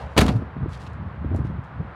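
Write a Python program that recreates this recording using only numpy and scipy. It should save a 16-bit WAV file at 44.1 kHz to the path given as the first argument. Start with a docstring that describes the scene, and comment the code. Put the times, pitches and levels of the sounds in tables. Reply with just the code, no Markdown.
"""A pickup door is slammed on an open car lot.
Shoes scuff while the hinges rub and a rush of air swells; then rough metal contacts clatter at the latch.
The door's mass lands in four blows that ring the skin, shake the trim and boom in the seals and cab.
The shut cab throbs briefly and the slam comes back thinly from the parked cars as the steel rings out.
Wind flutters and bumps softly throughout, more scuffs follow, and traffic hums steadily far away."""
import sys
import numpy as np
from scipy import signal
from scipy.fft import rfft, irfft
from scipy.io import wavfile
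from scipy.ndimage import uniform_filter1d

SR = 44100
rng = np.random.default_rng(int(sys.argv[2]) if len(sys.argv) > 2 else 0)


def materialize(psi):
    """Save the field psi as 16-bit PCM at rate SR to the path in sys.argv[1].

    A 1-D psi becomes a single channel; in a 2-D psi each row is a channel.
    """
    bounded = np.clip(np.atleast_2d(psi).T, -1, 1)
    quanta = np.round(bounded * 32767).astype(np.int16)
    wavfile.write(sys.argv[1], SR, quanta)


N = 85995
TIME = np.arange(N) / SR


def from_db(db):
    """Decibels to gain."""
    return 10 ** (np.asarray(db) / 20)


def rms_one(x):
    """Scale to unit power."""
    return x / np.sqrt(np.mean(x ** 2) + 1e-20)


def noise(spectrum, tilt_db=0):
    """Unit noise of a given colour, tilted in dB per octave above 400 Hz; next to nothing above its last point."""
    octave = np.log2(np.maximum(np.fft.rfftfreq(N, 1 / SR), 1))
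    hz, db = np.transpose(spectrum)
    colour_db = np.interp(octave, np.log2(hz), db, right=-120)
    tilt = tilt_db * np.maximum(octave - np.log2(400), 0)
    white = rng.standard_normal(N)
    return rms_one(irfft(rfft(white) * from_db(colour_db + tilt), N))


def grain(depth_db, size=40):
    """Random unevenness of level, smoothed over size samples (about a millisecond by default)."""
    drift = rms_one(uniform_filter1d(rng.standard_normal(N), size))
    return rms_one(from_db(depth_db * drift))


def burst(start, rise, decay):
    """Quick rise, then exponential decay; both time constants in seconds."""
    age = np.maximum(TIME - start, 0)
    attack = 1 - np.exp(-np.minimum(age / rise, 40))
    return attack * np.exp(-np.minimum(age / decay, 40))


def ring(modes, hits, rise):
    """Every hit adds its energy to each mode, which dies away at its own rate."""
    fed = sum(from_db(2 * db) * burst(s, rise / 4, rise) for s, db, *_ in hits)
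    fed = fed / (.8 * rise * SR)  # the area of one burst, so each hit feeds exactly its own energy
    out = 0
    for hz, db, t60 in modes:
        kept = np.exp(-2 * np.log(1000) / (t60 * SR))  # share of energy left after one sample
        energy = signal.lfilter([1], [1, -kept], fed + 1e-18)
        tone = np.sin(2 * np.pi * (hz * TIME + rng.random()))
        out = out + from_db(db) * np.sqrt(energy) * tone
    return out


def puffs(rows, rise_cycles, fray):
    """Pressure pulses of a few cycles, frayed by turbulence up to about twice their pitch."""
    out, white = 0, rng.standard_normal(N)
    for s, db, hz in rows:
        cycles = np.maximum(TIME - s, 0) * hz
        swell = np.minimum(cycles / rise_cycles, 40)
        envelope = swell * np.exp(1 - swell)  # peaks at 1
        lowpass = signal.butter(3, 2 * hz, fs=SR, output="sos")
        eddies = rms_one(signal.sosfilt(lowpass, white))
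        out = out + from_db(db) * envelope * (np.sin(2 * np.pi * cycles) + fray * eddies)
    return out


# Metal contacts of latch and door.
# Each row: start in seconds, level in dB, decay time in seconds, brightness in dB per octave.
LATCH_CONTACTS = [(0.1651, -15, 0.0067, -3.5), (0.1732, -14.5, 0.0036, -0.5), (.177, -7.5, 0.01, 0.5),
                  (0.1786, -6.5, 0.0057, 1), (.187, -7.5, 0.0059, 0.5), (0.2062, -14, .002, 3),
                  (0.212, -10, .006, 1.5), (0.217, -8, .007, -5), (0.2434, -33, 0.0042, 0),
                  (0.2643, -14, 0.0017, 0.5), (0.2805, -17.5, 0.011, -1.5), (0.2883, -18, 0.0058, -2.5),
                  (0.312, -28.5, 0.0094, -7), (.359, -47.5, 0.011, 3)]
# Colour of the clatter. Each row: frequency in Hz, relative level in dB per Hz.
CLATTER_COLOUR = [(150, 10), (280, 0.5), (1100, 3), (1800, -2), (2800, -5), (4600, -8.5), (5400, -16.5),
                  (8500, -18.5), (12500, -26.5), (16000, -35.5)]
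# Resonances of latch and frame. Each row: pitch in Hz, relative level in dB, 60 dB decay time in seconds.
STEEL_MODES = [(1011.5, 7, .24), (1140, 4, .18), (1312, 3, .24), (1446, 3, .28), (1685, 2, .16),
               (2166, 2, .2), (2626, 3, .17), (2798, 2, .17), (3340, 1, .12), (4220, 0, .12),
               (4647, 1, .14)]
CONTACT_RISE_S, STEEL_DB = 0.00072, -34


def latch():
    """Rough metal contacts in quick succession; each sets the steel of the frame ringing."""
    clatter = 0
    for s, db, decay, tilt in LATCH_CONTACTS:
        clatter = clatter + from_db(db) * burst(s, CONTACT_RISE_S, decay) * noise(CLATTER_COLOUR, tilt)
    return clatter + from_db(STEEL_DB) * ring(STEEL_MODES, LATCH_CONTACTS, CONTACT_RISE_S)


# The door's mass lands on the body. Each row: start in seconds, level in dB.
DOOR_BLOWS = [(0.18, -11.5), (0.217, -12.5), (0.2522, -20.5), (0.286, -18)]
# Resonances of door skin and cab. 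Each row: pitch in Hz, relative level in dB, 60 dB decay time in seconds.
PANEL_MODES = [(76, -13, .25), (123, -13, .4), (195.5, -8, .42), (255, -7, .42), (292, -16, .3),
               (451, -14, .42), (603, -15, .36), (720, -15, .33), (748, -16, .3), (818, -17, .27),
               (872, -18, .24)]
# Dense shudder of trim and body. Each row: frequency in Hz, relative level in dB per Hz.
SHUDDER_COLOUR = [(35, -16.5), (65, -10.5), (130, -9.5), (270, 6.5), (380, -5), (700, -14.5), (1500, -51.5)]
BLOW_RISE_S, PANEL_DB = .002, -4.5
SHUDDER_DB, SHUDDER_T60_S = -8, .42


def door_body():
    """Each cushioned blow rings the panel modes and shakes the trim."""
    decay = SHUDDER_T60_S / np.log(1000)
    shake_energy = sum((from_db(db) * burst(s, BLOW_RISE_S, decay)) ** 2 for s, db in DOOR_BLOWS)
    shudder = np.sqrt(shake_energy) * noise(SHUDDER_COLOUR)
    panel = ring(PANEL_MODES, DOOR_BLOWS, BLOW_RISE_S)
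    return from_db(PANEL_DB) * panel + from_db(SHUDDER_DB) * shudder


# Short booms of squeezed air. Each row: start in seconds, envelope peak in dB, pitch in Hz.
SEAL_BOOMS = [(.183, -5.5, 260.5), (.187, -8, 106.8), (.2185, -7.5, 230.6), (.226, -15, 76),
              (.252, -11.5, 230), (.2885, -8, 190)]


def seals():
    """The door squeezes its seals and the cab air, giving short booms with a little turbulence."""
    return puffs(SEAL_BOOMS, rise_cycles=0.58, fray=.1)


# The throb's path, joined by straight lines. Each row: time in seconds, pitch in Hz, level in dB.
CAB_THROB = [(0.282, 190, -54), (0.298, 156.4, -19), (0.342, 98, -26), (0.36, 127, -9.5),
             (0.409, 75, -44.5)]


def cab():
    """One unbroken low throb of the shut cab, gliding in pitch and swelling again as the door settles."""
    s, hz, db = np.transpose(CAB_THROB)
    turns = np.cumsum(np.interp(TIME, s, hz)) / SR
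    sounding = (TIME > s[0]) * (TIME < s[-1])
    return from_db(np.interp(TIME, s, db)) * sounding * np.sin(2 * np.pi * turns)


# Colour of the scatter, shared with the rush of air. Each row: frequency in Hz, relative level in dB per Hz.
SCATTER_COLOUR = [(200, 0.5), (700, -1), (1500, -5), (4500, -10), (10000, -19), (16000, -39)]
SCATTER_DB, SCATTER_T60_S = -25.5, 0.44  # the decay time is that of the lowest band
SCATTER_DULL_HZ = 17260  # a band starting here would die twice as fast


def scatter():
    """The slam comes back thinly from the cars around, as a noise wash whose treble dies first."""
    out, wash = 0, rfft(noise(SCATTER_COLOUR))
    hz = np.fft.rfftfreq(N, 1 / SR)
    edges = [0, 1500, 3000, 6000, 11500, 17000]
    first_blow = DOOR_BLOWS[0][0]
    for low, high in zip(edges, edges[1:]):
        t60 = SCATTER_T60_S / (1 + low / SCATTER_DULL_HZ)
        band = irfft(wash * (hz >= low) * (hz < high), N)
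        out = out + band * burst(first_blow, 0.005, t60 / np.log(1000))
    return from_db(SCATTER_DB) * out * grain(3.4)


# Colour of the soft hinge rub. Each row: frequency in Hz, relative level in dB per Hz.
HINGE_COLOUR = [(300, -23), (480, 0.5), (850, 1.5), (1400, -10), (4000, -28)]
HINGE_DB, HINGE_DECAY_S = -39, 0.17
SWING_DB, SWING_SWELL_S = -23.5, 0.0046


def swing():
    """The hinge rub dies away; a rush of air swells as the gap closes and stops when the door lands."""
    ahead = DOOR_BLOWS[0][0] - TIME  # seconds left until the first blow
    swell = np.exp(-np.abs(ahead) / SWING_SWELL_S) * (ahead > 0)
    rush = from_db(SWING_DB) * swell * noise(SCATTER_COLOUR)
    rub = from_db(HINGE_DB) * np.exp(-TIME / HINGE_DECAY_S) * noise(HINGE_COLOUR)
    return rush + rub


# Rise and fall of the breeze. Each row: time in seconds, relative level in dB.
BREEZE = [(0, -46.5), (.04, -34), (.125, -44), (.2, -24), (.41, -34), (.53, -45), (.62, -28.5), (.80, -42),
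          (1.06, -33.5), (1.13, -42.5), (1.23, -31), (1.40, -27.5), (1.45, -32), (1.59, -34.5), (1.68, -49),
          (1.81, -32), (1.95, -50.5)]
# Colour of the flutter. Each row: frequency in Hz, relative level in dB per Hz.
FLUTTER_COLOUR = [(25, -52), (45, -11), (70, 8.5), (110, 4), (180, -2), (280, -15), (450, -28.5)]
# Single soft bumps of air. Each row: start in seconds, envelope peak in dB, pitch in Hz.
AIR_BUMPS = [(.420, -23, 218), (.563, -28.5, 228.5), (.623, -21, 89), (.658, -21.5, 310), (1.246, -22, 271),
             (1.255, -21, 90), (1.313, -23, 267), (1.324, -13.5, 101), (1.346, -17.5, 256),
             (1.389, -20.5, 279), (1.398, -25, 117), (1.448, -21, 163), (1.498, -20, 160),
             (1.579, -26, 125.7), (1.799, -23, 150)]
# Colour of the coarse buffeting. Each row: frequency in Hz, relative level in dB per Hz.
BUFFET_COLOUR = [(200, 0), (600, -11), (1000, -26)]
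WIND_DB, WIND_EVEN_S = 3.5, 0.06  # the flutter's own level is evened out over this window
BUFFET_DB, GUST_S = 8, 0.037  # gust strength is averaged over this window


def wind():
    """Low flutter follows the breeze and eddies bump the microphone; strong gusts add coarse buffeting."""
    flutter = noise(FLUTTER_COLOUR)
    flutter = flutter / np.sqrt(uniform_filter1d(flutter ** 2, int(WIND_EVEN_S * SR)) + 1e-6)
    breeze_db = WIND_DB + np.interp(TIME, *np.transpose(BREEZE))
    pressure = from_db(breeze_db) * flutter + puffs(AIR_BUMPS, rise_cycles=0.65, fray=.35)
    gust = uniform_filter1d(pressure ** 2, int(GUST_S * SR))
    return pressure + from_db(BUFFET_DB) * gust * noise(BUFFET_COLOUR)


# Shoes scuff the asphalt.
# Each row: start in seconds, level in dB, decay time in seconds, brightness in dB per octave.
SHOE_SCUFFS = [(-.02, -48, 0.053, -6), (.09, -59.5, 0.076, -3), (0.685, -53, 0.043, -2),
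               (0.716, -44.5, 0.038, -4.5), (0.793, -48.5, 0.049, -3), (0.8648, -35, 0.002, -10.5),
               (0.8696, -33.5, 0.0037, -9.5), (.93, -56, 0.01, -2), (1.346, -51, 0.0031, 1),
               (1.3617, -42, .0015, 6), (1.362, -55.5, 0.023, 2.5), (1.441, -54.5, 0.028, -4),
               (1.635, -59, 0.018, -3.5)]
# Colour of the grit underfoot. Each row: frequency in Hz, relative level in dB per Hz.
GRIT_COLOUR = [(800, -21.5), (2800, 3.5), (4500, 2.5), (6500, -2.5), (10000, -6), (12500, -20.5),
               (16000, -30.5)]
SCUFF_SWELL, SCUFF_GRAIN_DB = .3, 4  # swell as a share of the decay time


def shoes():
    """Gritty scuffs; each swells for a share of its decay time, so ticks are sharp and drags are soft."""
    rub = 0
    for s, db, decay, tilt in SHOE_SCUFFS:
        rub = rub + from_db(db) * burst(s, SCUFF_SWELL * decay, decay) * noise(GRIT_COLOUR, tilt)
    return rub * grain(SCUFF_GRAIN_DB)


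# Colour of the distant traffic. Each row: frequency in Hz, relative level in dB per Hz.
TRAFFIC_COLOUR = [(90, -5), (200, -14.5), (400, -3), (700, -2), (1100, -0.5), (1600, -5.5), (2500, -17.5),
                  (4000, -29), (6300, -47.5), (10000, -52.5), (16000, -64.5)]
TRAFFIC_DB = -44


def traffic():
    """Far engines and tyres blur into a dull steady noise that wavers slightly."""
    return from_db(TRAFFIC_DB) * noise(TRAFFIC_COLOUR) * grain(.5, size=SR // 10)


def scene():
    """The slam, wind and scuffs over distant traffic."""
    slam = latch() + door_body() + seals() + cab() + scatter() + swing()
    return (slam + wind() + shoes() + traffic())[None]


RUMBLE_CUT_HZ, CUTOFF_HZ = 46, 15900


def record(dry):
    """The deepest rumble is cut, peaks are rounded, the top is cut."""
    highpass = signal.butter(3, RUMBLE_CUT_HZ, "high", fs=SR, output="sos")
    lowpass = signal.ellip(10, .1, 80, CUTOFF_HZ, fs=SR, output="sos")
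    x = signal.sosfilt(highpass, dry)
    rounded = .8 * np.tanh(x / .8)
    return signal.sosfilt(lowpass, rounded)


dry = scene()
out = record(dry)
materialize(out)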